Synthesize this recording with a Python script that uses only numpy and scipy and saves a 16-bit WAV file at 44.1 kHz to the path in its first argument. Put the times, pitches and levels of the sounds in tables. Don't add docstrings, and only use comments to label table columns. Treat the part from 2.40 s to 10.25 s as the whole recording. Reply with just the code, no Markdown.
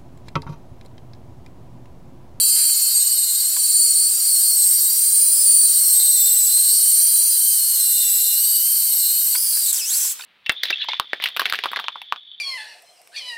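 import sys
import numpy as np
from scipy import signal
from scipy.fft import rfft, irfft
from scipy.io import wavfile
from scipy.ndimage import uniform_filter1d

SR = 44100
rng = np.random.default_rng(int(sys.argv[2]) if len(sys.argv) > 2 else 0)


def to_wav(s):
    ch = np.atleast_2d(s).T
    pcm = np.round(np.clip(ch, -1, 1) * 32767)
    wavfile.write(sys.argv[1], SR, pcm.astype(np.int16))


def gain_from_db(level_db):
    decades = np.asarray(level_db, float) / 20
    return 10 ** decades


N = 346185
TIME = np.arange(N) / SR
FREQ = np.fft.rfftfreq(N, 1 / SR)
TAU = 2 * np.pi
STOP_S = 7.725


def cutting():
    # start in seconds, grip (-0.8..2.5), level in dB.
    effort = [(0, 2.5, 1.5), (.5, 0.93, 1.5), (.85, -0.4, 0.5), (1.15, 0.5, 0), (1.4, 1.23, 0.5),
              (1.75, 0, -0.5), (2.0, -0.63, 2), (2.55, -0.8, 1), (3.1, 1.2, -0.5), (3.5, -0.5, 2),
              (3.9, -0.54, 0.5), (4.55, 1.37, 1.5), (4.8, 1.5, 0), (5.3, 0.85, 0), (5.7, -0.14, 1),
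              (6.35, 0, 1.5), (6.7, -0.36, 1), (7.3, -0.5, 2)]
    speed_hz, mean_turns, gear_turns, turns, seat = motor()
    grip, level_db = curve(effort)
    freed = np.interp(TIME, [6.945, 6.96, 7.25, 7.26], [0, 1, 1, .3])
    gear_phase = TAU * (.10003 * mean_turns + 0.3)
    load_gain = gain_from_db((0.57 + 1.8 * freed) * np.cos(gear_phase))
    out = gain_from_db(-15.5) * load_gain * pinion_whine(turns, gear_turns, seat, grip, level_db, freed)
    out += tooth_rasp(turns, grip, level_db)
    out += nicked_tooth(mean_turns, speed_hz)
    out += creeping_tin()
    return body(out * np.interp(TIME, [7.312, 7.322], [1, 0]))


def motor():
    # time in seconds, speed in turns per second.
    cut_speed = [(0.0, 427.5), (0.33, 445.5), (1.458, 422.2), (1.468, 418.1), (2.343, 448.0),
                 (2.678, 444.9), (2.776, 433.7), (2.891, 443.8), (4.031, 415.5), (5.163, 441.0),
                 (5.77, 411.9), (6.469, 424.5), (6.521, 401.9), (6.668, 403.7), (6.908, 435.4),
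                 (6.942, 425.0)]
    # time in seconds, speed in turns per second.
    brake_speed = [
        (6.975, 488.9),
        (7.122, 497.7),
        (7.135, 473.8),
        (7.257, 444.9),
        (7.26, 416.6),
        (7.33, 400.4),
    ]
    wobble = [
        (0.0014, 0.0443, 0.119),
        (0.01, 0.0098, -0.149),
        (0.02, 0.0023, 0.26),
        (0.04286, 0.0109, -0.199),
        (0.1, 0.0049, 0.114),
    ]
    # start in seconds, length in seconds, tooth-rate change in dB,
    # twice-rate change in dB, speed change in turns per second.
    seated = [(0, 0.54, 3.5, 1.5, 7), (0.552, 0.29, -1, 6.5, 1.23), (0.872, 0.19, -1, 2.5, -9.5),
              (1.194, 0.53, 5.5, 3, 2.5), (1.869, 0.29, 5.5, 3, 10.5), (2.158, 0.2, 0.5, 4.5, -3),
              (2.418, 0.21, -3, 1.5, -4), (2.618, 0.33, -2.5, 3, 3), (3.06, 0.2, 6, 4.5, -2.5),
              (3.526, 0.52, 1.5, 3, 0.14), (4.62, 0.31, 1, 1.5, -0.18), (5.759, 0.25, -0.5, 1.8, -0.3),
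              (6.57, 0.2, -0.5, 3.5, 0.6), (3.263, 0.26, 4, 1, -5), (4.118, 0.27, 4.5, 1.5, 5),
              (4.378, 0.245, 3.5, 1.5, 0.5), (4.899, 0.34, 0, 2, -3.5), (5.193, 0.22, 3, -0.5, 0.9),
              (5.399, 0.36, 0.5, 4.5, -0.3), (6.014, 0.24, -3.5, 3, -2.5), (6.244, 0.3, -0.5, 3.5, -0.4),
              (6.796, 0.15, -3.5, -1, -2.0), (7.186, 0.085, -4, -1, -1)]
    seat = sum(np.outer(change, (TIME >= s) & (TIME < s + length)) for s, length, *change in seated)
    seat = uniform_filter1d(seat, SR // 200)
    drag_hz = curve(cut_speed + brake_speed)[0] + seat[2]
    speed_hz = drag_hz
    for _ in range(3):
        mean_turns = np.cumsum(speed_hz) / SR
        sway = sum(share * np.cos(TAU * (ratio * mean_turns + start)) for ratio, share, start in wobble)
        speed_hz = drag_hz + speed_hz * sway
    turns = np.cumsum(speed_hz * (1 + 0.001158 * walk(90))) / SR
    return speed_hz, mean_turns, wobble[3][0] * mean_turns, turns, seat


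def pinion_whine(turns, gear_turns, seat, grip, level_db, freed):
    # multiple of motor speed, level in dB.
    lines_db = [(3, -67), (5, -54), (6, -55), (7, -45), (8, -52.5), (9, -35.5), (10, -28), (11, -31.5),
                (12, -40.5), (13, -35), (14, -39), (15, -39.5), (16, -37), (17, -30.5), (18, -30),
                (19, -27.5), (20, -18), (21, -22), (22, -29.5), (23, -35), (24, -35), (25, -32.5),
                (26, -43), (27, -29), (28, -28), (29, -27.5), (30, -26), (31, -27.5), (32, -44), (33, -42),
                (34, -35)]
    freed_db = {7: -10, 22: 6, 27: -6, 28: -9, 29: -7, 30: -8, 31: -7}
    beat = TAU * gear_turns + walk(0.98)
    shift, tooth_db, twice_db = line_shifts(gear_turns, seat, grip, level_db)
    flicker = 1.7 * np.tanh(3 * walk(20))
    phase_blur = .22 * walk(700)
    alternate = np.exp(1j * np.pi * turns)
    slow = slice(None, None, 32)
    lines = 0
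    for order, db in lines_db:
        flutter_db = 1.9 * np.cos(TAU * rng.random() + beat[slow])
        flutter_db += (1.8 if order < 17 else 1.1) * np.roll(flicker, order * SR // 4)[slow]
        if order in (10, 20):
            flutter_db *= .35
        flutter_db += freed_db.get(order, 0) * freed[slow]
        if order in (9, 11):
            flutter_db += 3.5 * np.tanh(3 * (np.cos(2 * beat[slow] + order) + walk(30)[slow]))
        gain = np.interp(TIME, TIME[slow], gain_from_db(db + shift[order][slow] + flutter_db))
        phase = TAU * (order * turns + 0.53 * rng.random())
        phase += 0.037 * (alternate * np.exp(1j * order)).imag + min(order / 27, 1) ** 3 * phase_blur
        lines = lines + gain * np.cos(phase)
    skirt = gain_from_db(-13 + twice_db) * walk(900) * np.cos(20 * TAU * turns)
    skirt += gain_from_db(-24.0 + tooth_db) * walk(500) * np.cos(10 * TAU * turns)
    return unit(lines) + skirt


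def line_shifts(gear_turns, seat, grip, level_db):
    # multiple of motor speed, swing in dB,
    # loudest at share of sweep, dB per unit grip.
    aim = [(3, 7, 0.34, 5.5), (5, 1.5, 0.32, 0.5), (6, 2.5, 0.034, 2), (7, 7, 0.85, 0.5),
           (8, -0.5, 0.06, 2), (9, 1.4, 0.56, 1.5), (10, 1.36, 0.12, 0.5), (11, 2, 0.34, 2),
           (12, 1.5, 0.43, 0.5), (13, 2, 0.56, 1), (14, 4, 0.68, -1.5), (15, 3, 0.67, 1.5),
           (16, 6.5, 0.28, 5.5), (17, 4, 0.25, 3.5), (18, 4, 0.35, 3), (19, 2, 0.54, -2.5),
           (20, 4.5, 0.43, 3), (21, 4, 0.45, 1.4), (22, 3, 0.36, 2), (23, 8, 0.71, 2.2), (24, 2, 0.39, -4),
           (25, 1, 0.34, 3.5), (26, 14, 0.81, 0.4), (27, 2, 0.67, -1.5), (28, 2, 0.83, -2.5),
           (29, 5.5, 0.83, 1), (30, 3.5, 0.66, -9), (31, 4, 0.86, 0), (32, 8, 0.93, -2), (33, -3, 0.45, -6),
           (34, 3, 0.54, 3.5)]
    # start in seconds, length in seconds.
    parted = [(.338, .024), (.383, .036), (.44, .024), (.494, .045), (.638, .022), (.691, .02),
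              (.745, .033), (1.096, .03), (1.17, .015), (1.272, .012), (1.317, .012), (1.524, .012),
              (1.685, .012), (1.766, .024), (2.116, .018), (2.143, .018), (2.377, .021), (2.481, .027),
              (2.511, .015), (2.541, .036), (2.604, .015), (2.712, .012), (3.322, .024), (5.202, .015),
              (5.786, .012), (6.178, .057), (6.381, .012), (6.414, .027), (6.477, .018), (6.51, .015),
              (6.558, .021)]
    # start in seconds, length in seconds.
    jammed = [(.539, .027), (1.215, .018), (1.266, .015), (1.541, .012), (1.694, .024), (1.727, .054),
              (1.784, .018), (2.002, .03), (2.161, .021), (2.248, .063), (2.332, .027), (2.706, .015),
              (2.73, .012), (3.55, .045), (3.631, .015), (3.691, .021), (3.831, .018), (3.888, .018),
              (3.939, .021), (4.014, .012), (4.056, .024), (4.442, .015), (6.007, .024), (6.223, .012),
              (6.31, .012), (6.543, .015), (6.576, .021), (6.845, .021), (6.896, .012), (6.917, .012),
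              (7.163, .015), (7.235, .015), (7.259, .012)]
    shift = {order: level_db + facing(swing_db, share) + grip_db * grip
             for order, swing_db, share, grip_db in aim}
    gear_beat = np.cos(TAU * (gear_turns - .2)) * np.sign(seat[0])
    chatter_db = 1.3 * np.tanh(3 * (gear_beat + .55 * walk(25) + .2))
    shift[10] = shift[10] + seat[0] + 0.16 * chatter_db - 11 * gaps(jammed)
    shift[20] = shift[20] + seat[1] + chatter_db - 11 * gaps(parted)
    shift[9] = shift[9] - 0.28 * seat[0]
    shift[11] = shift[11] - 0.38 * seat[0]
    return shift, shift[10], shift[20]


def tooth_rasp(turns, grip, level_db):
    # frequency in Hz, density in dB per Hz.
    rasp_spectrum = [(290, -96), (500, -28.5), (667, -48), (970, -39), (1650, -19), (2230, -47),
                     (3110, -10.5), (3440, -29), (4590, -5.5), (6580, -8.5), (8650, 7.5), (9840, -4.5),
                     (12000, 11), (13900, -1), (15600, 0.5)]
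    pulse = 1 + 0.34 * np.cos(TAU * turns) + 0.6 * np.cos(np.pi * turns)
    rasp = unit(colour(pulse * rng.standard_normal(N), rasp_spectrum))
    low_db = -20 + level_db + facing(0.84, 0.55) + 0.72 * grip
    high_db = -18 + level_db + facing(1.66, 0.55) + 0.37 * grip
    top_db = -32.5 + facing(17.0, 0.41)
    out = gain_from_db(low_db) * band(rasp, 290, 12260) + gain_from_db(high_db) * band(rasp, 9930, 15230)
    return out + gain_from_db(top_db) * band(rasp, 14100, 20000)


def nicked_tooth(mean_turns, speed_hz):
    ticks_per_turn, ring_hz = .10003, 14730
    since_s = ((ticks_per_turn * mean_turns - 0.10) % 1) / (ticks_per_turn * speed_hz)
    tick_db = np.interp(TIME, [0, 2.0, 3.5, 5.0, 7.3], [-9, -9, -5, 0, 1])
    tick = gain_from_db(tick_db) * np.exp(-since_s / .001)
    grit = tick * rng.standard_normal(N)
    ring = tick * np.exp(-since_s / .0004) * np.sin(TAU * ring_hz * since_s)
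    return gain_from_db(-6) * band(.3 * grit + 1.3 * ring, 13500, 17000) + gain_from_db(-16) * band(grit, 9000, 13200)


def creeping_tin():
    # time in seconds, frequency in Hz.
    creep_low = [(0, 563), (.65, 620), (1.5, 495), (2.0, 562), (2.5, 500), (3.3, 580), (4.6, 591),
                 (5.18, 470), (5.27, 470), (5.29, 600), (5.4, 620), (5.5, 560), (6.0, 490), (6.3, 510),
                 (6.6, 430), (7.0, 480), (7.25, 560), (7.33, 550)]
    # time in seconds, frequency in Hz.
    creep_high = [(4.3, 750), (4.85, 1070), (4.9, 880), (5.25, 910), (5.45, 870), (5.75, 815), (6.0, 845),
                  (6.4, 930), (6.55, 970), (6.6, 785), (7.3, 770)]
    high_db = np.interp(TIME, [4.25, 4.35, 5.45, 5.6, 5.75, 6.4, 6.55, 6.6],
                        [-100, -66, -60.5, -75, -64, -63, -55, -68])
    out = np.zeros(N)
    for path, db in [(creep_low, -72), (creep_high, high_db)]:
        turns = np.cumsum(curve(path)[0] * (1 + .014 * walk(12))) / SR
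        out += gain_from_db(db - 2 + 4 * walk(14)) * np.cos(TAU * turns)
    return out


def running_back():
    # time in seconds, tooth whine in dB, twice-rate whine in dB, rasp in dB.
    back_effort = [(7.328, -35, -60, -18.5), (7.372, -33, -28, -19), (7.43, -37, -32, -27),
                   (7.50, -37.5, -31, -21), (7.545, -32, -23, -17.5), (7.59, -36, -28, -18.5),
                   (7.62, -29, -43, -17.5), (7.665, -36, -48, -18.5), (7.73, -42, -52, -24)]
    # time in seconds, speed in turns per second.
    back_speed = [(7.328, 760), (7.365, 530), (7.395, 310), (7.42, 252), (7.455, 268), (7.5, 335),
                  (7.545, 470), (7.58, 590), (7.6, 605), (7.65, 590), (7.73, 310)]
    # frequency in Hz, density in dB per Hz.
    back_spectrum = [(410, -45), (700, -34), (994, -23), (1290, -35), (1450, -16.5), (2110, -19.5),
                     (3160, -14), (4090, -12.5), (6200, -4), (7160, -0.5), (8150, 3), (9650, -4),
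                     (10700, 1.5), (13500, -5.5), (15600, -3)]
    # frequency in Hz, width in Hz, level in dB.
    shell_rings = [(7640, 150, -32), (8080, 250, -33), (10800, 260, -36), (11650, 250, -36)]
    speed_hz = curve(back_speed)[0]
    tooth_db, twice_db, rasp_db = curve(back_effort)
    turns = np.cumsum(speed_hz * (1 + .026 * walk(260))) / SR
    mesh = 10 * TAU * turns + .45 * np.sin(TAU * turns)
    whine = gain_from_db(tooth_db + 3 * walk(110)) * np.cos(mesh)
    whine += gain_from_db(twice_db + 3 * walk(110)) * np.cos(2 * mesh)
    whine += gain_from_db(twice_db - 3 + 3 * walk(90)) * np.cos(3 * mesh) * (30 * speed_hz < 12500)
    pulse = (1 + 0.58 * np.cos(TAU * turns)) * gain_from_db(0.38 * walk(100))
    rasp = colour(pulse * rng.standard_normal(N), back_spectrum)
    rings = sum(gain_from_db(db + 17 + 3 * walk(40)) * unit(band(rasp, hz - width / 2, hz + width / 2))
                for hz, width, db in shell_rings)
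    start = np.interp(TIME, [7.318, 7.33], [0, 1])
    coast = gain_from_db(np.interp(TIME, [STOP_S, STOP_S + 0.028], [0, -18.5]))
    slap = sum(gain_from_db(db) * np.exp(-np.abs(TIME - s) / 0.0022) * (TIME > s)
               for s, db in [(7.329, 0), (7.345, -1)])
    slap = band(slap * rng.standard_normal(N), 6840, 9500)
    return body((1.35 * whine + gain_from_db(rasp_db) * (0.99 * unit(rasp) + rings)) * start * coast + slap)


def knocks():
    # start in seconds, peak in dB, ring in Hz, T60 in seconds.
    tin_knocks = [(0.163, -27, 3150, 0.03), (0.208, -32, 2440, 0.037), (0.297, -29, 2470, 0.025),
                  (1.037, -40, 960, 0.03), (1.151, -48, 1340, 0.03), (1.166, -22.5, 1630, 0.015),
                  (1.171, -28, 1070, 0.024), (6.95, -23, 1508, 0.053), (6.952, -28, 3320, 0.028),
                  (6.957, -21, 2220, 0.015), (7.172, -29, 1677, 0.022), (7.555, -33, 1450, 0.019),
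                  (7.648, -35, 1020, 0.048)]
    # start in seconds, peak in dB, ring in Hz, T60 in seconds.
    button_clicks = [(7.7926, -28, 3700, 0.021), (7.7964, -26.5, 1510, 0.019), (7.8029, -32, 1430, 0.038),
                     (7.809, -26, 3800, 0.025), (7.8093, -25.5, 3620, 0.034), (7.822, -25, 4500, 0.026),
                     (7.8378, -27.5, 2700, 0.022)]
    # start in seconds, peak in dB.
    rocking = [(1.629, -65), (1.909, -51), (4.569, -80), (5.539, -49), (6.959, -60), (7.261, -54)]
    out, thud = np.zeros(N + SR), np.zeros(N + SR)
    t = np.arange(SR // 8) / SR
    for s, db, hz, t60 in tin_knocks + button_clicks:
        ring = 0.7 * np.sin(TAU * hz * t)
        ring += 0.12 * np.sin(TAU * 1.4 * hz * t)
        ring += 0.3 * np.sin(TAU * 0.67 * hz * t)
        crack = band(rng.standard_normal(len(t)), 1500, 5500) * np.exp(-t / .006)
        ring += (1.3 if s < STOP_S else .5) * crack
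        i = int(s * SR)
        out[i:i + len(t)] += gain_from_db(db) * ring * np.exp(-np.log(1000) * t / max(t60, .005))
    for s, db in rocking:
        i = int(s * SR)
        thud[i:i + len(t)] += gain_from_db(db) * np.sin(TAU * 140 * t) * np.exp(-t / 0.004)
    scrape = np.interp(TIME, [.155, .165, .23, .33], [0.13, 1, 0.94, 0.084])
    scrape = scrape * gain_from_db(-34.5 + 2 * walk(140)) * rng.standard_normal(N)
    return band(out[:N], 760, 17000) + band(scrape, 1320, 5200) + thud[:N]


def body(x):
    # frequency in Hz, width in Hz, level in dB.
    resonances = [(3310, 170, -0.5), (3700, 150, 3.5), (4117, 136, 7.5), (4442, 290, 4), (4676, 230, 4.5),
                  (5180, 200, 3.5), (5630, 370, 6), (6240, 130, 6), (7400, 84, -9), (7650, 710, 14),
                  (8170, 520, 0.5), (8330, 57, 5.5), (8570, 103, -23), (10000, 540, -8), (9960, 410, 14.5),
                  (10820, 120, 6.5), (11680, 220, 6), (12030, 470, 11.5), (12850, 360, 13),
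                  (15270, 210, 12)]
    power = sum(gain_from_db(2 * db) / (1 + (2 * (FREQ - hz) / width) ** 2) for hz, width, db in resonances)
    trend = uniform_filter1d(power, int(900 * N / SR))
    return irfft(rfft(x) * np.sqrt(power / trend), N)


def echo(x, t60):
    t = np.arange(int(.4 * SR)) / SR
    tail = rng.standard_normal(len(t)) * np.exp(-np.log(1000) * t / t60) * (t > .002)
    return signal.fftconvolve(x, tail / np.sqrt(np.sum(tail ** 2)))[:N]


def kitchen():
    # frequency in Hz, level in dB.
    hum_lines = [
        (236.9, -79.5),
        (479.1, -69.5),
    ]
    # frequency in Hz, density in dB per Hz.
    room_spectrum = [(25, -17), (200, -16.5), (400, -12.5), (700, -12), (1000, -0.5), (1500, -2), (4000, 4),
                     (9000, -2.5), (15700, -5)]
    hum = sum(np.sqrt(2) * gain_from_db(db + 0.5 * walk(11.0)) * np.cos(TAU * hz * TIME) for hz, db in hum_lines)
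    return hum + gain_from_db(-43 + walk(9)) * unit(colour(rng.standard_normal(N), room_spectrum))


def unit(x):
    return x / np.sqrt(np.mean(x ** 2))


def curve(table):
    s, *columns = np.transpose(table)
    return [np.interp(TIME, s, c) for c in columns]


def colour(x, points):
    hz, db = np.transpose(points)
    return irfft(rfft(x) * gain_from_db(np.interp(np.log(FREQ + 1), np.log(hz), db)), N)


def band(x, lo_hz, hi_hz):
    return signal.sosfilt(signal.butter(4, [lo_hz, hi_hz], "bandpass", fs=SR, output="sos"), x)


def walk(rate_hz):
    k = int(SR / rate_hz)
    held = np.repeat(rng.standard_normal(N // k + 1), k)
    return 1.278 * uniform_filter1d(uniform_filter1d(held, k), k)[:N]


def facing(swing_db, share):
    return swing_db * np.cos(TAU * (TIME / 7 - share))


def gaps(table):
    inside = np.zeros(N)
    for s, length in table:
        inside[int(s * SR):int((s + length) * SR)] = 1
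    return uniform_filter1d(inside, SR // 300)


def scene():
    opener = cutting() + running_back() + knocks()
    mid = opener + gain_from_db(-15) * echo(opener, .15) + kitchen()
    side = gain_from_db(-15.0) * echo(band(opener, 1800, 13700), 0.59)
    side += gain_from_db(-57.5) * band(rng.standard_normal(N), 1700, 15000)
    return np.array([mid + side, mid - side])


def band_limit(x):
    return signal.sosfilt(signal.butter(12, 17100, fs=SR, output="sos"), x)


def record(dry):
    top_cut = signal.ellip(10, .2, 80, 15730, fs=SR, output="sos")
    dry = signal.sosfilt(top_cut, dry)
    bent = np.tanh(1.6 * dry) / 1.6 - dry
    treble = signal.butter(4, [3000, 15000], "bandpass", fs=SR, output="sos")
    return band_limit(dry + signal.sosfiltfilt(treble, bent))


dry = scene()
out = record(dry)
to_wav(out)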